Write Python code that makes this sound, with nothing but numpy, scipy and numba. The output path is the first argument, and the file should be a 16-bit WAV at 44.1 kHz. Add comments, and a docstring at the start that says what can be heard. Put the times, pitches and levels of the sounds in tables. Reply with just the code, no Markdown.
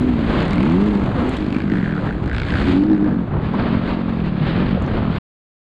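"""A four-stroke dirt bike booms under the throttle in buffeting wind, heard at the rider's helmet.
Its pulses resonate in the airbox, rasp in the pipe under load and chug with the throttle shut.
Another bike's exhaust barks past and falls away. Eddies off the helmet rumble and hiss,
the chassis knocks over bumps, and the sound stops abruptly."""
import sys
import numpy as np
from scipy import signal
from scipy.fft import rfft, irfft
from scipy.io import wavfile
from scipy.ndimage import uniform_filter1d
from numba import njit

SR = 44100
rng = np.random.default_rng(int(sys.argv[2]) if len(sys.argv) > 2 else 0)


def wav_record(signal):
    """Record a signal, one row per channel, as 16-bit PCM in the file named by sys.argv[1]."""
    frames = np.transpose(np.atleast_2d(signal))
    bounded = np.clip(frames, -1, 1)
    # unit amplitude maps onto the largest positive 16-bit level
    quanta = np.round(bounded * 32767).astype(np.int16)
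    wavfile.write(sys.argv[1], SR, quanta)


N = 255095
T = np.arange(N) / SR


def undb(db):
    """Decibels to gain."""
    return 10 ** (np.asarray(db) / 20)


def curves(table):
    """Each column after the first, interpolated linearly in time."""
    time_s, *columns = np.transpose(table)
    return [np.interp(T, time_s, column) for column in columns]


def unit(x):
    """Scale to rms 1."""
    return x / np.sqrt(np.mean(x ** 2))


def steady(x, span_s=0.04):
    """Hold the short-term rms at 1, leaving single pulses intact."""
    size = int(span_s * SR)
    power = uniform_filter1d(uniform_filter1d(x ** 2, size), size)
    return x / np.sqrt(np.abs(power) + 1e-12)


def colour(x, spectrum):
    """Filter by (freq_hz, gain_db) points; rms 1."""
    hz, db = np.transpose(spectrum)
    bins_hz = np.maximum(np.fft.rfftfreq(N, 1 / SR), 1)
    gain = undb(np.interp(np.log(bins_hz), np.log(hz), db))
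    return unit(irfft(rfft(x) * gain, N))


def noise():
    """White noise."""
    return rng.standard_normal(N)


def wander(rate_hz):
    """Straight glides between random values; rms 1."""
    step = int(SR / rate_hz)
    held = np.repeat(noise()[:N // step + 1], step)
    return unit(uniform_filter1d(held, step)[:N])


@njit
def bandpass(x, hz, width_hz):
    """State-variable band-pass with a moving centre."""
    out, band_state, low_state = np.empty(len(x)), 0., 0.
    for i in range(len(x)):
        g = np.tan(np.pi * hz[i] / SR)
        damping = width_hz[i] / hz[i]
        band = (band_state + g * (x[i] + 1e-18 - low_state)) / (1 + g * (g + damping))
        band_state = 2 * band - band_state
        low_state += 2 * g * band
        out[i] = damping * band
    return out


def ring(x, hz, width_hz, stages=1):
    """Identical resonances in series."""
    for _ in range(stages):
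        x = bandpass(x, hz * np.ones(N), width_hz * np.ones(N))
    return x


def lowpass(x, hz, order):
    """Butterworth low-pass."""
    return signal.sosfilt(signal.butter(order, hz, fs=SR, output="sos"), x)


def firings(cycles, scatter_db):
    """One pulse of random strength per whole cycle."""
    count = np.floor(cycles)
    return np.diff(count, prepend=count[0]) * undb(scatter_db * noise())


def puffs(pulses, decay_s):
    """Turbulent gas: decaying noise after each pulse."""
    tails = signal.lfilter([1], [1, -np.exp(-1 / (decay_s * SR))], pulses + 1e-18)
    return tails * noise()


def swell(start_s, end_s, attack_s, release_s):
    """Rise towards 1, hold, die away."""
    rise = 1 - np.exp(-np.maximum(T - start_s, 0) / attack_s)
    return rise * np.exp(-np.maximum(T - end_s, 0) / release_s)


# peak_s, rise_s, fall_s, rumble_db, rush_db, hiss_db
NOISE_SWELLS = [(0.02, 0.085, 1, -21.5, -29, -39), (.32, 0.063, 0.12, -27, -21, -32.5),
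                (.41, 0.12, 0.15, -34.5, -20, -31.5), (.66, 0.23, 0.7, -35.5, -26.5, -36.5),
                (1.111, 0.13, 0.15, -20.5, -22.5, -49), (1.21, 0.051, 0.1, -30, -19.5, -37),
                (1.34, 0.12, 0.17, -39, -31.5, -36), (1.851, 0.27, 0.28, -34.5, -35, -42),
                (2.061, 0.072, 0.048, -20.5, -23, -40.5), (2.256, 0.065, 0.075, -21.5, -27.5, -44),
                (2.35, 0.043, 0.13, -19, -43, -40.5), (2.57, 0.11, 0.16, -21, -22.5, -30),
                (2.69, .05, 0.066, -19, -26.5, -30.5), (3.078, 0.057, 0.08, -25, -25, -57),
                (3.341, 0.056, 0.098, -20, -24, -64), (3.46, 0.04, 0.063, -28, -26.5, -38.5),
                (3.615, 0.08, 0.13, -25, -20.5, -32.5), (3.75, 0.05, .05, -20.5, -25, -34),
                (3.89, 0.077, 0.1, -24.5, -22, -32.5), (4.101, 0.076, 0.2, -28.5, -31, -41),
                (4.281, 0.095, 0.033, -27, -29, -37.5), (4.48, 0.081, 0.15, -26, -24, -30.5),
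                (4.591, 0.11, 0.2, -27, -23.5, -35), (4.68, 0.021, 0.069, -21.5, -39, -35.5),
                (4.83, 0.077, 0.058, -20.5, -27, -51), (4.951, 0.14, 0.19, -22, -21, -35.5),
                (5.16, 0.044, 0.076, -22, -24.5, -33)]


def noise_swells(calm_db):
    """Swells of rumble, rush and hiss: wind gusts, the other bike rushing past, an engine blip."""
    power = undb(calm_db)[:, None] ** 2
    for peak_s, rise_s, fall_s, *peaks_db in NOISE_SWELLS:
        distance = np.maximum((peak_s - T) / rise_s, (T - peak_s) / fall_s)
        crest = np.exp(-distance ** 1.1)  # exponent 1 is pointed, 2 a bell
        power = power + np.outer(undb(peaks_db), crest) ** 2
    return np.sqrt(power)


# Air spectra, low to high: freq_hz, gain_db
RUMBLE_SPECTRUM = [(15, -23), (35, -6.5), (62, 0), (80, -2.5), (115, -.5), (150, -3.5), (200, -11),
                   (300, -16), (900, -38), (4000, -110)]
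RUSH_SPECTRUM = [(120, 1), (250, 6.5), (450, -1), (800, -6), (1300, -9.5), (1800, -18), (2600, -26.5),
                 (4500, -45.5), (6000, -73)]
HISS_SPECTRUM = [(800, 0), (1600, 9.5), (2400, 5.5), (3300, 2.5), (4400, -3.5), (4900, -12), (5500, -27.5),
                 (7000, -51)]
SIZZLE_SPECTRUM = [(4000, -12), (5700, -8.5), (7000, -5), (8300, -8.5), (10000, -17.5), (11500, -27),
                   (14000, -58.5)]
# Top treble relative to the hiss: time_s, gain_db
SIZZLE_GAIN = [(0, -22.5), (.4, -27.5), (.8, -22.5), (2.7, -24.5), (3.2, -23.5), (3.6, -34.5), (4.15, -29),
               (4.5, -36), (5.18, -30)]


def rushing_air():
    """Mostly eddies shed by the helmet: a low rumble, and upper bands that flutter together."""
    rumble_gain, rush_gain, hiss_gain = noise_swells(calm_db=(-29.5, -30.5, -49.5))
    sizzle_db, = curves(SIZZLE_GAIN)
    eddies = unit(undb(1.77 * np.tanh(wander(70)) + 1.1 * wander(420)))
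    rumble = rumble_gain * colour(noise(), RUMBLE_SPECTRUM)
    rush = rush_gain * colour(eddies * noise(), RUSH_SPECTRUM)
    hiss = hiss_gain * colour(eddies * noise(), HISS_SPECTRUM)
    sizzle = hiss_gain * undb(sizzle_db) * colour(eddies * noise(), SIZZLE_SPECTRUM)
    return rumble + rush + hiss + sizzle


# start_s, level_db, centre_hz, decay_s
KNOCKS_AND_TICKS = [(0.935, -33, 1040, 0.022), (1.293, -35.5, 7500, 0.0013), (1.367, -43, 7565, 0.0046),
                    (1.368, -28, 3080, 0.0039), (3.535, -21, 950, 0.012), (3.536, -14.5, 230, .02),
                    (3.957, -22, 330, .02), (4.126, -30, 430, .008), (4.411, -14.5, 180, .014),
                    (4.771, -21.5, 520, .009), (4.801, -53, 6500, 0.0018), (4.823, -45, 6900, 0.0013),
                    (4.843, -53, 6200, 0.0017), (4.863, -49, 5700, 0.0022), (4.879, -50, 6240, .0015)]


def knocks_and_ticks():
    """Damped noise bursts: knocks over bumps, and a short run of faint exhaust ticks from another bike."""
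    out = np.zeros(N)
    for start_s, level_db, centre_hz, decay_s in KNOCKS_AND_TICKS:
        envelope = (T >= start_s) * np.exp(-np.maximum(T - start_s, 0) / decay_s)
        width_hz = 0.39 * centre_hz
        makeup = np.sqrt(2 * SR / (np.pi * width_hz))  # offsets the band-pass loss
        out += undb(level_db) * makeup * ring(envelope * noise(), centre_hz, width_hz, stages=2)
    return out


# Stretches of firing, each with its own rate and tone: start_s, end_s, start_rate_hz, end_rate_hz,
# thump_db, silencer_db, bark_db, bark_hz, crack_db, snap_db
OTHER_BIKE_STRETCHES = [(0.404, 0.477, 41.2, 36.9, -41.5, -54, -47.5, 1965, -49.5, -64),
                        (0.5085, 0.605, 41.2, 42, -27.5, -49.5, -39, 2160, -45.5, -60),
                        (.63, 0.721, 43.9, 44.6, -40, -58, -47.5, 2330, -50.5, -65),
                        (0.816, 1.072, 42.57, 47.8, -30, -63, -48, 2094, -56, -71),
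                        (1.386, 1.502, 52.6, 48.54, -25, -68, -56, 2553, -51, -79),
                        (1.526, 1.604, 50.5, 53.33, -34, -40, -41, 2373, -49.5, -62),
                        (1.619, 1.668, 56.9, 54.2, -32, -46.5, -52, 2135, -58, -83),
                        (1.679, 1.768, 47.4, 61.26, -22.5, -38.5, -41, 1865, -51, -69),
                        (1.784, 1.843, 68.54, 69.4, -32, -36.5, -46.5, 1740, -57, -72),
                        (1.859, 1.91, 58.8, 60.7, -36, -36.5, -51, 1710, -69, -77.5),
                        (1.924, 1.998, 72.9, 76.2, -35, -48.5, -38, 1400, -57, -78),
                        (2.037, 2.073, 55.35, 55.2, -43, -45, -49, 1744, -59, -90),
                        (2.09, 2.124, 56.7, 54.4, -39, -39.5, -53, 1733, -61, -75),
                        (2.146, 2.188, 56.44, 56.1, -33, -52, -56, 1695, -62, -79),
                        (2.24, 2.279, 48.94, 58.6, -29, -47, -54, 1702, -54, -71),
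                        (2.297, 2.346, 59.63, 59.05, -50, -38, -44, 1850, -55, -73),
                        (2.365, 2.421, 58.5, 55.6, -54, -36.5, -39, 2300, -39, -60),
                        (2.433, 2.494, 57.47, 56.6, -36, -41, -47, 1912, -46.5, -76),
                        (2.505, 2.615, 57.5, 69.25, -32.5, -36, -39, 1605, -44, -71),
                        (2.627, 2.713, 69.7, 72.5, -22.5, -47.5, -52, 1428, -46.5, -75),
                        (2.719, 2.842, 66.24, 69.04, -28, -66.5, -65, 1537, -52.5, -80),
                        (2.867, 2.985, 61.4, 64.15, -24, -43.5, -60.5, 3890, -55.5, -74),
                        (3.011, 3.157, 61.9, 59, -26.5, -46.5, -68.5, 3920, -61, -86.5)]
# Exhaust crack, with the camera's dip near 5.8 kHz: freq_hz, gain_db
CRACK_SPECTRUM = [(700, -8), (1500, -3), (2300, 0), (3200, -3), (4500, -4), (5100, -10), (5800, -30),
                  (7500, -26), (10000, -43), (14000, -78)]
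# freq_hz, gain_db
SNAP_SPECTRUM = [(3000, -23), (5400, 5.5), (7500, 4), (9000, -3), (11000, -12.5), (14000, -45.5)]


def other_bike():
    """Each firing thumps, rings the silencer and lets out a crack of gas with a snap on top."""
    pulses = np.zeros(N)
    midpoints = []
    for start_s, end_s, start_rate_hz, end_rate_hz, *timbre in OTHER_BIKE_STRETCHES:
        rate_hz = np.interp(T, [start_s, end_s], [start_rate_hz, end_rate_hz])
        cycles = (T - start_s) * (start_rate_hz + rate_hz) / 2
        active = (T > start_s - .005) * (T < end_s + .005)
        pulses += active * firings(cycles, scatter_db=1.4)
        midpoints.append(((start_s + end_s) / 2, *timbre))
    thump_db, silencer_db, bark_db, bark_hz, crack_db, snap_db = curves(midpoints)
    thump = ring(ring(pulses, 310, width_hz=48), 200, width_hz=50)
    thump += 0.07 * ring(ring(pulses, 90, width_hz=24), 60, width_hz=140)
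    blast = pulses + .1 * puffs(pulses, decay_s=.004)
    blast = lowpass(blast, hz=4200, order=6)  # silencer packing absorbs the top
    silencer_hz = 1575 * (1 + .03 * wander(60))
    silencer = ring(blast, silencer_hz, width_hz=420, stages=2)
    bark = ring(blast, bark_hz, width_hz=.22 * bark_hz, stages=2)
    crack = colour(pulses + .5 * puffs(pulses, decay_s=.002), CRACK_SPECTRUM)
    snap = colour(puffs(pulses, decay_s=.0009), SNAP_SPECTRUM)
    return (undb(thump_db) * unit(thump) + undb(silencer_db) * unit(silencer)
            + undb(bark_db) * unit(bark) + undb(crack_db) * crack + undb(snap_db) * snap)


def helmet(x):
    """The helmet passes mostly the low boom."""
    return lowpass(x, hz=470, order=8)


# freq_hz, gain_db
RASP_SPECTRUM = [(300, -29.5), (480, -6.5), (750, -1.5), (1300, -4), (1700, -16.5), (3000, -23),
                 (5000, -46), (8000, -77.5)]


def pipe_rasp(exhaust):
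    """Each exhaust pulse rattles down the pipe as a short noise tail."""
    pipe_response = noise() * np.exp(-T / .007)
    rattle = signal.fftconvolve(exhaust, pipe_response)[:N]
    return steady(colour(rattle, RASP_SPECTRUM))


def tailpipe_thud(exhaust, firing_hz):
    """The tailpipe thuds harder when the firing rate meets its resonance."""
    pipe_hz, spread_hz = 60.5, 5.1
    level_db = -40.5 + 11.5 * np.exp(-((firing_hz - pipe_hz) / spread_hz) ** 2)
    thud = ring(ring(exhaust, 62, width_hz=45), 66, width_hz=60)
    return undb(level_db) * steady(thud)


# start_s, end_s, then level_db of each harmonic ahead of the helmet
DRONES = [(-.05, .12, -28.5, -29.5, -47.5, -51.5), (0.547, 0.652, -27, -34.5, -27, -22.5),
          (0.664, 0.762, -22, -20, -20, -44), (0.772, 0.87, -22, -32.5, -25.5, -42),
          (0.908, 0.98, -25, -40, -27.5, -40.5), (1.205, 1.312, -28.5, -33, -33, -52.5),
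          (2.634, 2.786, -26, -18, -25, -40.5), (2.77, 2.922, -28.5, -16, -41.5, -37.5),
          (2.9, 3.063, -28, -21, -38, -41)]


def airbox_drone(cycles):
    """Under load the airbox drones on even harmonics of the firing rate."""
    pull = np.array([swell(start_s, end_s, attack_s=0.016, release_s=0.019)
                     for start_s, end_s, *_ in DRONES])
    gains = undb(np.array(DRONES)[:, 2:]).T @ pull
    tones = np.cos(2 * np.pi * np.outer((4, 6, 8, 10), cycles))
    return np.sqrt(2) * np.sum(gains * tones, axis=0)


def airbox_honk(pulses, firing_hz, opening):
    """A higher resonance that climbs with the revs and grows as the throttle opens."""
    centre_hz = np.maximum(278, 4.8 * firing_hz)
    return (0.2 + opening) * steady(ring(pulses, centre_hz, width_hz=68))


# Boom before throttle gain: time_s, level_db
COASTING_BOOM = [(0, -21.5), (.25, -19.5), (.35, -21.5), (.55, -22.5), (.8, -22), (1.15, -28.5),
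                 (1.38, -32), (1.55, -24.5), (1.75, -17), (2.05, -25.5), (2.2, -25.5), (2.44, -37),
                 (2.52, -21), (2.62, -32.5), (2.71, -29.5), (3.18, -22), (3.28, -31.5), (3.42, -27),
                 (3.55, -19), (4.1, -20), (4.45, -21), (4.73, -25), (4.85, -28.5), (5.17, -25.5)]


def airbox_boom(pulses, cycles, firing_hz, opening, lift_hz):
    """Pulses boom in the airbox, rising with the revs; off the throttle each is a separate chug."""
    level_db, = curves(COASTING_BOOM)
    shut = 1 - opening
    waver_db = 1.2 * shut * wander(14)
    centre_hz = np.maximum(165.7, 4.3 * firing_hz) + lift_hz
    boom = ring(ring(pulses, centre_hz, width_hz=54), 178, width_hz=120)
    chug_depth, lag_cycles = .45, .33
    chug = 1 - chug_depth * shut * np.cos(2 * np.pi * (cycles - lag_cycles))
    return undb(level_db + waver_db) * steady(boom * chug)


# start_s, end_s, opening (0-1), boom_gain_db, boom_lift_hz, honk_gain_db, extra_scatter_db, rasp_db
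THROTTLE_TWISTS = [(-.05, 0.072, 0.8, 2, 18, -7, 7, -56), (0.492, 0.767, 1, 4, 36.5, -15, -1.5, -31.5),
                   (0.712, 1.021, 0.66, 4, 6, 0, 4, -36.5), (1.185, 1.278, 0.72, 5.5, 9.5, 8, -1, -41),
                   (1.394, 1.599, 0, 7, 29, 2, 9, -40), (2.624, 2.809, 0.37, 7, 54, -2, -9.5, -51),
                   (2.787, 2.998, 0.5, 5.5, 36, -3, 3.5, -40.5),
                   (2.972, 3.224, 0.33, 4.5, 27.5, -3, 2.5, -55.5),
                   (3.493, 4.189, 0.03, -1.5, 24.5, 3, -1.5, -40), (4.482, 4.631, 0.3, 5.5, 5, 5, -1, -39),
                   (4.689, 4.744, 0.2, 14.5, -6, -9, -0.5, -48.5),
                   (4.987, 5.101, 0.3, 7.5, 17.5, -12.5, -7.3, -34)]


def throttle():
    """Twists of the grip as smooth control curves, the rasp as a linear gain."""
    grip = np.array([swell(start_s, end_s, attack_s=0.037, release_s=0.021)
                     for start_s, end_s, *_ in THROTTLE_TWISTS])
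    grip /= np.maximum(grip.sum(axis=0), 1)  # overlapping twists blend
    _, _, *controls, rasp_db = np.transpose(THROTTLE_TWISTS)
    return np.array([*controls, undb(rasp_db)]) @ grip


# time_s, firing_hz
REVS = [(0, 59.96), (.06, 64.5), (.2, 55.5), (.29, 57.27), (.37, 49.87), (.49, 40.37), (.55, 27.9),
        (.6, 31.15), (.7, 40.12), (.75, 45.06), (.81, 50.7), (.87, 53.38), (.95, 50.07), (1.08, 48.1),
        (1.19, 57.93), (1.33, 67.02), (1.39, 44.6), (1.49, 46.34), (1.59, 52.28), (2.0, 37.3),
        (2.25, 36.76), (2.5, 43.22), (2.68, 44.91), (2.76, 46.38), (2.9, 53.3), (2.99, 49.7), (3.07, 51.32),
        (3.15, 46.08), (3.52, 35.89), (3.62, 43), (3.77, 45.97), (4.2, 43.93), (4.26, 36.81), (4.4, 35.48),
        (4.52, 41.27), (4.65, 48.92), (4.76, 47.03), (4.88, 41.92), (5.19, 40.57)]


def engine():
    """The rider's four-stroke: exhaust pulses drive the pipe and, with intake gulps, the airbox."""
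    firing_hz, = curves(REVS)
    coasting_db, = curves(COASTING_BOOM)
    opening, boom_gain_db, lift_hz, honk_gain_db, extra_scatter_db, rasp_gain = throttle()
    waver_db = 1.2 * (1 - opening) * wander(14)
    cycles = np.cumsum(firing_hz) / SR + .005 * wander(30)
    scatter_db = 1.6 + extra_scatter_db
    exhaust = firings(cycles + .5, scatter_db)
    intake = opening * firings(cycles, scatter_db)
    muffled = helmet(exhaust + intake)
    boom = airbox_boom(muffled, cycles, firing_hz, opening, lift_hz)
    honk = undb(honk_gain_db - 4.5) * airbox_honk(muffled, firing_hz, opening)
    airbox = undb(boom_gain_db) * (boom + undb(coasting_db + waver_db) * honk)
    pipe = rasp_gain * pipe_rasp(exhaust) + tailpipe_thud(exhaust, firing_hz)
    return airbox + pipe + helmet(airbox_drone(cycles))


def scene():
    """Both bikes, air and knocks at the helmet, in mono."""
    return (engine() + other_bike() + rushing_air() + knocks_and_ticks())[None]


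def record(dry):
    """The helmet camera rounds the loudest peaks, stops and cuts the top treble."""
    ceiling, stop_s, cutoff_hz = .55, 5.186, 13500
    rounded = dry / (1 + (dry / ceiling) ** 4) ** (1 / 4)
    running = np.clip((stop_s - T) / .003, 0, 1)
    top_cut = signal.ellip(8, .2, 70, cutoff_hz, fs=SR, output="sos")
    return signal.sosfilt(top_cut, rounded * running)


dry = scene()
out = record(dry)
wav_record(out)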